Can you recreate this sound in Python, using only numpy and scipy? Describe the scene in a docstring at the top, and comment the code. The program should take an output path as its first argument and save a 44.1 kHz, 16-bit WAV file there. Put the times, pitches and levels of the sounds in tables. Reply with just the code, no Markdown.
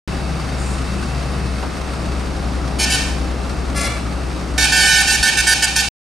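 """Air horns from a diesel cab

A six-cylinder diesel drones at orders of its firing rate, with road roar, injector clatter and a
turbo whistle. A passed lorry hisses; a squeak and dull knocks follow. Air-driven reeds sound the horns:
a three-trumpet horn taps twice, a lower two-trumpet horn once, then the first stutters through a long
call while the cab noise sinks. Traffic and roadside return smeared, Doppler-shifted echoes."""
import sys
import numpy as np
from scipy import signal
from scipy.fft import rfft, irfft
from scipy.io import wavfile
from scipy.ndimage import uniform_filter1d

SR = 44100
rng = np.random.default_rng(int(sys.argv[2]) if len(sys.argv) > 2 else 0)


def dump_mix(stems):
    """Bounce the given channels to the path in sys.argv[1] as a 16-bit WAV at rate SR."""
    frames = np.atleast_2d(stems).T  # one column per channel
    limited = np.clip(frames, -1, 1)  # hard clip at full scale
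    pcm = np.round(limited * 32767).astype(np.int16)
    wavfile.write(sys.argv[1], SR, pcm)


N = 265923
T = np.arange(N) / SR
F = np.maximum(np.fft.rfftfreq(N, 1 / SR), 1)
LR = np.array([[.5], [-.5]])  # splits a difference between left and right

# Engine slowing a little, wavering under the long call: time_s, firing_hz, drone_db
ENGINE_COURSE = [(.1, 65.4, -23.5), (1.54, 65, -22.5), (1.69, 65.3, -28.5), (2.1, 65.3, -23),
                 (2.37, 65., -24.5), (2.5, 63.5, -23), (4.2, 63.8, -23.5), (4.42, 62.26, -26.5),
                 (4.56, 62.7, -22.5), (4.8, 62.66, -28), (5.14, 63.1, -31), (5.21, 62.2, -23),
                 (5.29, 61.3, -40.5), (5.36, 61.3, -26), (5.47, 62.55, -29), (5.55, 62.6, -31.5),
                 (5.85, 62.4, -29)]
# Lines of the six-cylinder cycle, relative to the drone: firing_multiple, pulling_db, eased_db
ENGINE_ORDERS = [(.667, -16, -15), (.833, -23, -15), (1, -1.5, -1), (1.833, -13.5, -16),
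                 (2.001, -17, -20.5), (2.165, -11.5, -20), (2.5, -13.5, -14.5), (3, -14.5, -15),
                 (4.333, -41, -23)]
# Cab noise, sinking under the long call: time_s, roar_db, hiss_db
CAB_LEVELS = [(.1, -28, -33), (.7, -28, -32.5), (1.5, -28.3, -33.5), (2.6, -27.3, -34), (3.4, -27.3, -34.5),
              (4.55, -28.3, -34.5), (4.9, -30.5, -37.5), (5.85, -33.5, -39)]
# Spectral shape of tyre and body roar: frequency_hz, density_db
ROAR_SPECTRUM = [(14, -25), (25, -12), (45, -15), (65, -11.5), (81, -5), (92, -14.5), (114, -11), (151, -9),
                 (300, -8.5), (446, -15), (766, -16), (882, -19), (1140, -25), (2400, -45), (3120, -70)]
# Spectral shape of clatter and wind hiss: frequency_hz, density_db
HISS_SPECTRUM = [(710, -17.5), (1200, -2), (1800, -9), (1980, -9), (2540, -12), (3500, -16), (3770, -14),
                 (5480, -16), (7550, -22.5), (8770, -20), (11100, -32), (14300, -42.5), (15500, -54.5)]
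# Panel resonances, relative to the hiss: centre_hz, width_hz, level_db
PANEL_MODES = [(785, 50, -12), (2190, 40, -20), (2595, 40, -16), (2680, 50, -16), (3720, 70, -21),
               (4640, 300, -16), (5390, 150, -21)]
# Likeness of left and right cab noise: frequency_hz, coherence
CAB_COHERENCE = [(60, 1.0), (130, 0.88), (290, 0.69), (640, 0.65), (1410, 0.6), (3100, 0.73), (6820, 0.82),
                 (15000, 0.99)]
# Balance of the cab noise: frequency_hz, left_minus_right_db
CAB_BALANCE = [(60, 3.5), (110, 3.5), (200, 2.5), (380, 1.0), (700, 1.0), (1290, 0.5), (2380, 0.0),
               (4400, 0.0), (8120, -1.0), (15000, 0.0)]
# Turbo whistle: time_s, pitch_hz, level_db
TURBO_COURSE = [(.1, 8630, -62.5), (.7, 9170, -57), (1.6, 8900, -55.5), (1.7, 8750, -69.5),
                (1.8, 8200, -54), (2.7, 8560, -74), (4.5, 8370, -60.5), (5.9, 8570, -73)]
# Hiss of a lorry passed on the verge: time_s, level_db
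LORRY_LEVELS = [(.52, -70), (.6, -40), (.72, -40), (.85, -52.5), (1.1, -49.5)]
# One rising squeak: start_s, end_s, from_hz, to_hz, level_db
SQUEAK_GLIDE = (1.01, 1.042, 1330, 1620, -28.5)
# Knocks in the cab: start_s, level_db, centre_hz, width_hz, t60_s
CAB_KNOCKS = [(1.622, -21.5, 800, 900, .12), (1.64, -24.5, 260, 25, .3), (4.2, -33, 2000, 2000, .03)]
# Horn spectra, a row per harmonic from the first, a column per trumpet: level_db
HIGH_HARMONICS = [(-37.5, -34.5, -39.5), (-20, -25, -18), (-29, -27, -26), (-27.5, -30, -32.5),
                  (-30, -30.5, -31.5), (-26.5, -29, -31), (-28.5, -31, -30.5), (-31.5, -31, -32),
                  (-33, -34, -37), (-33, -36, -35), (-29.5, -35.5, -34), (-30, -36, -39),
                  (-37.5, -38.5, -41.5), (-42.5, -43, -42.5), (-49, -43.5, -61), (-65, -60.5, -48),
                  (-60, -51.5, -86), (-46, -66, -78.5)]
LOW_HARMONICS = [(-39.5, -42.5), (-27, -25.5), (-27, -36), (-28.5, -40.5), (-39.5, -37.5), (-44.5, -37),
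                 (-41, -43.5), (-40, -50), (-39.5, -40), (-39.5, -46), (-56, -44), (-41.5, -51),
                 (-42.0, -37.5), (-41, -45), (-46, -49), (-47, -50.5), (-44, -54), (-42.5, -61),
                 (-54.5, -59), (-50, -57), (-53, -78.5), (-59, -78), (-58, -80)]
# Valve presses; weak air lowers the deep overtones: start_s, end_s, rise_s, level_db, deep_db, shrill_db
HIGH_PRESSES = [(2.783, 2.85, 0.017, -3.5, -13, 0.9), (2.89, 2.96, 0.019, -3.5, -10.5, 1.5),
                (4.576, 4.66, .004, -0.5, -6.5, -0.5), (4.718, 5.021, .003, -2, -1, 1.1),
                (5.071, 5.162, .003, -3.5, -2.5, 3), (5.225, 5.301, .002, -2, -1.3, 0.5),
                (5.369, 5.411, .002, -2, -1.3, .4), (5.467, 5.537, .0018, -2, 0.3, 3.5),
                (5.621, 5.655, .0016, -1.4, -3.5, 4), (5.756, 5.811, .0024, -1.4, -6.5, 3)]
LOW_PRESSES = [(3.741, 3.879, 0.033, .1, -9.5, 1)]
# Side the horns favour as traffic shifts: time_s, left_minus_right_db
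HORN_BALANCE = [(2.7, -1.5), (3.4, -1.5), (3.7, 4), (4.2, 4), (4.5, -6)]

HIGH_PITCHES_HZ, LOW_PITCHES_HZ = [749.6, 803., 892.3], [570., 687.]
EASE_S = 1.52  # the driver eases the throttle
DEEP_BELOW_HZ, SHRILL_ABOVE_HZ = 2000, 4200  # bands of horn overtones
VALVE_S, SURGE, SURGE_S = .0017, .22, .022
PRESS_SPREAD_DB, KNOCK_SPREAD_DB = .47, 3.4  # scatter between presses and between injections
RASP_PER_DB, RASP_DB_PER_S = -.28, -23  # reeds rasp more on weak air, less in a long press
ECHO_LAG_S, ECHO_PAIRS, DOPPLER_RANGE = .028, 6, (-.012, .045)
START_S, END_S, TOP_HZ = .0762, 5.887, 15560


def undb(db):
    """Amplitude ratio of a level in decibels."""
    return 10 ** (np.asarray(db) / 20)


def unit(x):
    """Normalisation to an rms of 1."""
    return x / np.sqrt(np.mean(x ** 2))


def over_time(table):
    """Linear interpolation in time: one curve for each column after the first."""
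    times, *columns = np.transpose(table)
    return [np.interp(T, times, column) for column in columns]


def over_hz(table):
    """Interpolation on a logarithmic frequency axis."""
    hz, value = np.transpose(table)
    return np.interp(np.log(F), np.log(np.maximum(hz, 1)), value)


def wander(rate_hz):
    """Band-limited fluctuation: random steps, smoothed twice, of rms 1."""
    hold = int(SR / rate_hz)
    steps = np.repeat(rng.standard_normal(N // hold + 1), hold)
    return unit(uniform_filter1d(uniform_filter1d(steps, hold), hold)[:N])


def lag(x, seconds):
    """First-order relaxation with the given time constant."""
    pole = np.exp(-1 / (max(seconds, 1e-4) * SR))
    return signal.lfilter([1 - pole], [1, -pole], x)


def cab_spectra(gain):
    """Partial coherence: left and right noise spectra mix a common and an opposed part."""
    mid, side = rfft(rng.standard_normal((2, N)))
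    coherence = np.clip(over_hz(CAB_COHERENCE), 0, 1)
    pair = np.sqrt(1 + coherence) * mid + 2 * LR * np.sqrt(1 - coherence) * side
    return gain * undb(LR * over_hz(CAB_BALANCE)) * pair


def resonance(hz, width_hz):
    """A resonance selects a narrow band from broadband noise."""
    return unit(irfft(cab_spectra(1 / (1 + ((F - hz) / width_hz * 2) ** 2)), N))


def fluttering_noise(spectrum, swell_db, flicker_db, rate_hz):
    """Amplitude modulation: half-octave bands swell together and flicker independently."""
    whole, swell, out = cab_spectra(undb(over_hz(spectrum))), wander(1.505), 0
    for octave in np.arange(4, 14.1, .5):
        band = np.clip(1 - 2 * abs(np.log2(F) - octave), 0, 1)
        out += undb(swell_db * swell + flicker_db * wander(rate_hz)) * irfft(whole * band, N)
    return unit(out)


def firing_drone(firings, eased):
    """Periodic combustion gives a line spectrum whose balance depends on load."""
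    drone = 0
    for order, pulling_db, eased_db in ENGINE_ORDERS:
        waver_db = (.8 if order == 1 else 2.2) * wander(11)
        gain = undb(pulling_db + (eased_db - pulling_db) * eased + waver_db)
        drone += gain * np.sqrt(2) * np.sin(2 * np.pi * (order * firings + rng.random()))
    return drone


def road_roar():
    """Random vibration of tyres and body gives broadband noise, strongest in the bass."""
    return fluttering_noise(ROAR_SPECTRUM, swell_db=-.04, flicker_db=.64, rate_hz=8)


def injector_clatter(firings, eased):
    """Injection impacts modulate hiss and panel resonances; every second cylinder knocks harder."""
    index = firings.astype(int)
    knock_db = KNOCK_SPREAD_DB * rng.standard_normal(index[-1] + 1)[index] - 2.1 * (index % 2)
    knocks = undb(knock_db) * np.exp(-(firings % 1))
    panels = sum(undb(db - 3 * eased + 1.2 * wander(20)) * resonance(hz, width_hz)
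                 for hz, width_hz, db in PANEL_MODES)
    hiss = fluttering_noise(HISS_SPECTRUM, swell_db=-.13, flicker_db=-.27, rate_hz=23)
    return (hiss + panels) * unit(1 + .52 * lag(knocks, .001))


def engine_and_road():
    """Drone and clatter are phase-locked to one firing cycle; the roar is independent of it."""
    firing_hz, drone_db = over_time(ENGINE_COURSE)
    roar_db, hiss_db = over_time(CAB_LEVELS)
    firings = np.cumsum(firing_hz * (1 + .0062 * wander(12))) / SR
    eased = lag(1. * (T > EASE_S), .05)
    drone = undb(drone_db + 3.5 * LR) * firing_drone(firings, eased)
    return drone + undb(roar_db) * road_roar() + undb(hiss_db) * injector_clatter(firings, eased)


def turbo_whistle():
    """Random modulation broadens the shaft tone into a narrow band of noise."""
    hz, db = over_time(TURBO_COURSE)
    phase = 2 * np.pi * np.cumsum(hz) / SR
    return undb(db) * (wander(450) * np.cos(phase) + wander(450) * np.sin(phase))


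def lorry_hiss():
    """Two bands of treble noise swell and fade as a lorry is passed."""
    db = np.interp(T, *np.transpose(LORRY_LEVELS), left=-99, right=-99)
    return undb(db) * unit(resonance(7060, 900) + 1.3 * resonance(8600, 1600))


def squeak():
    """A linear chirp: one tone glides upward under an arched envelope."""
    start_s, end_s, from_hz, to_hz, db = SQUEAK_GLIDE
    progress = np.clip((T - start_s) / (end_s - start_s), 0, 1)
    phase = 2 * np.pi * np.cumsum(from_hz + (to_hz - from_hz) * progress) / SR
    return undb(db) * np.sin(np.pi * progress ** 1.8) * np.sin(phase)


def cab_knocks():
    """Damped resonances decay exponentially after a softened onset."""
    out = 0
    for start_s, db, hz, width_hz, t60_s in CAB_KNOCKS:
        decay = (T > start_s) * np.exp(-np.maximum(T - start_s, 0) * np.log(1000) / t60_s)
        out += undb(db) * lag(decay, .007) * resonance(hz, width_hz)
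    return out


def air_valve(presses, rasp_db):
    """Line pressure peaks as the valve opens; the air supply sets a reed's band gains and roughness."""
    flow, deep_gain, shrill_gain, rasp = np.zeros((4, N))
    for start_s, end_s, rise_s, db, deep_db, shrill_db in presses:
        surge = 1 + SURGE * np.exp(-np.maximum(T - start_s, 0) / SURGE_S)
        opening = lag(np.clip((T - start_s) / rise_s, 0, 1) * (T < end_s), VALVE_S)
        press = undb(db + PRESS_SPREAD_DB * rng.standard_normal()) * surge * opening
        flow += press
        deep_gain += undb(deep_db) * press
        shrill_gain += undb(shrill_db) * press
        rasp[T > start_s] = undb(rasp_db + RASP_PER_DB * deep_db + RASP_DB_PER_S * (end_s - start_s))
    return flow, deep_gain, shrill_gain, rasp


def periodic_wave(cycles, harmonics):
    """Fourier synthesis: one period of summed harmonics, repeated along a running phase."""
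    return np.interp(cycles % 1, np.linspace(0, 1, harmonics.shape[1]), harmonics.sum(0))


def air_horn(pitches_hz, harmonics_db, presses, pitch_jitter, echo_db, t60_s, rasp_db):
    """Each trumpet's reed chops the air into a harmonic series, heard directly and by reflection."""
    order = np.arange(1, len(harmonics_db) + 1)
    period = np.linspace(0, 1, 2049)
    pan_db = LR * over_time(HORN_BALANCE)[0]
    blare, buzz, echo = 0, 0, 0
    for hz, db in zip(pitches_hz, np.transpose(harmonics_db)):
        phases = 2 * np.pi * (order[:, None] * period + rng.random((len(order), 1)))
        waves = undb(db)[:, None] * np.sqrt(2) * np.sin(phases)
        deep, shrill = (order > 1) & (order * hz < DEEP_BELOW_HZ), order * hz > SHRILL_ABOVE_HZ
        flow, deep_gain, shrill_gain, rasp = air_valve(presses, rasp_db)
        cycles = np.cumsum(hz * (1 + pitch_jitter * wander(30))) / SR
        # the reed beats unevenly: timing slips blur high harmonics most, and its strength flutters
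        slipped = cycles + .048 * rasp * wander(260)
        blare += deep_gain * (1 + .45 * rasp * wander(110)) * periodic_wave(cycles, waves[deep])
        core = flow * periodic_wave(slipped, waves[~deep & ~shrill])
        edge = shrill_gain * periodic_wave(slipped, waves[shrill])
        buzz += (1 + rasp * wander(700)) * (core + edge)
        # distance dulls the top and evens out the blare
        far_db = -8.5 * deep + 3 * (order == 1) - 4.9 * (order * hz / 10000) ** 2
        echo += traffic_echoes(cycles, waves * undb(far_db)[:, None], undb(echo_db) * flow, t60_s, pan_db)
    buzz = undb(.55 * pan_db) * buzz  # the treble leans less to one side
    buzz = near_reflection(buzz, gain=.71, delay_s=.001199, drift_s=.000201)
    buzz = near_reflection(buzz, gain=.55, delay_s=.0031, drift_s=.00013)
    return undb(pan_db) * blare + buzz + echo


def near_reflection(x, gain, delay_s, drift_s, apart_s=.00001):
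    """Comb filtering: interference with a changing path makes single harmonics swell and sink."""
    path_s = delay_s + drift_s * wander(9)
    late = [np.interp(T - np.maximum(path_s + apart_s * wander(7.5), 0), T, channel) for channel in x]
    return (x + gain * np.array(late)) / np.sqrt(1 + gain ** 2)


def traffic_echoes(cycles, waves, drive, t60_s, pan_db):
    """Passing surfaces return Doppler-shifted copies whose energy builds in a press and then decays."""
    energy = lag(np.roll(drive ** 2, int(ECHO_LAG_S * SR)), t60_s / np.log(1e6))
    copies = []
    for shift in np.linspace(*DOPPLER_RANGE, 2 * ECHO_PAIRS):
        shifted = cycles * (1 + shift) + .127 * wander(60) + rng.random()
        copies.append(undb(-180 * shift) * periodic_wave(shifted, waves))  # higher copies are fainter
    mid, side = sum(copies[::2]), sum(copies[1::2])
    return np.sqrt(energy / ECHO_PAIRS) * (undb(.32 * pan_db) * mid + 1.1 * LR * side)


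def scene():
    """Superposition: the pressures of cab, road and both horns add."""
    high_horn = air_horn(HIGH_PITCHES_HZ, HIGH_HARMONICS, HIGH_PRESSES,
                         pitch_jitter=.002, echo_db=.4, t60_s=.69, rasp_db=-10.5)
    low_horn = air_horn(LOW_PITCHES_HZ, LOW_HARMONICS, LOW_PRESSES,
                        pitch_jitter=.0045, echo_db=-1.5, t60_s=.61, rasp_db=-6)
    cab = engine_and_road() + turbo_whistle() + lorry_hiss() + squeak() + cab_knocks()
    return cab + high_horn + low_horn


def record(dry):
    """Saturation rounds peaks, a gate cuts in and out hard, and low-passes centre and limit the top."""
    rounded = np.tanh(.74 * dry) / .68
    mid, side = rounded.mean(0), (rounded[0] - rounded[1]) / 2
    side = signal.sosfiltfilt(signal.butter(6, 9800, fs=SR, output="sos"), side)
    gated = np.array([mid + side, mid - side]) * (T > START_S) * (T < END_S)
    return signal.sosfilt(signal.ellip(14, .2, 105, TOP_HZ, fs=SR, output="sos"), gated)


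dry = scene()
out = record(dry)
dump_mix(out)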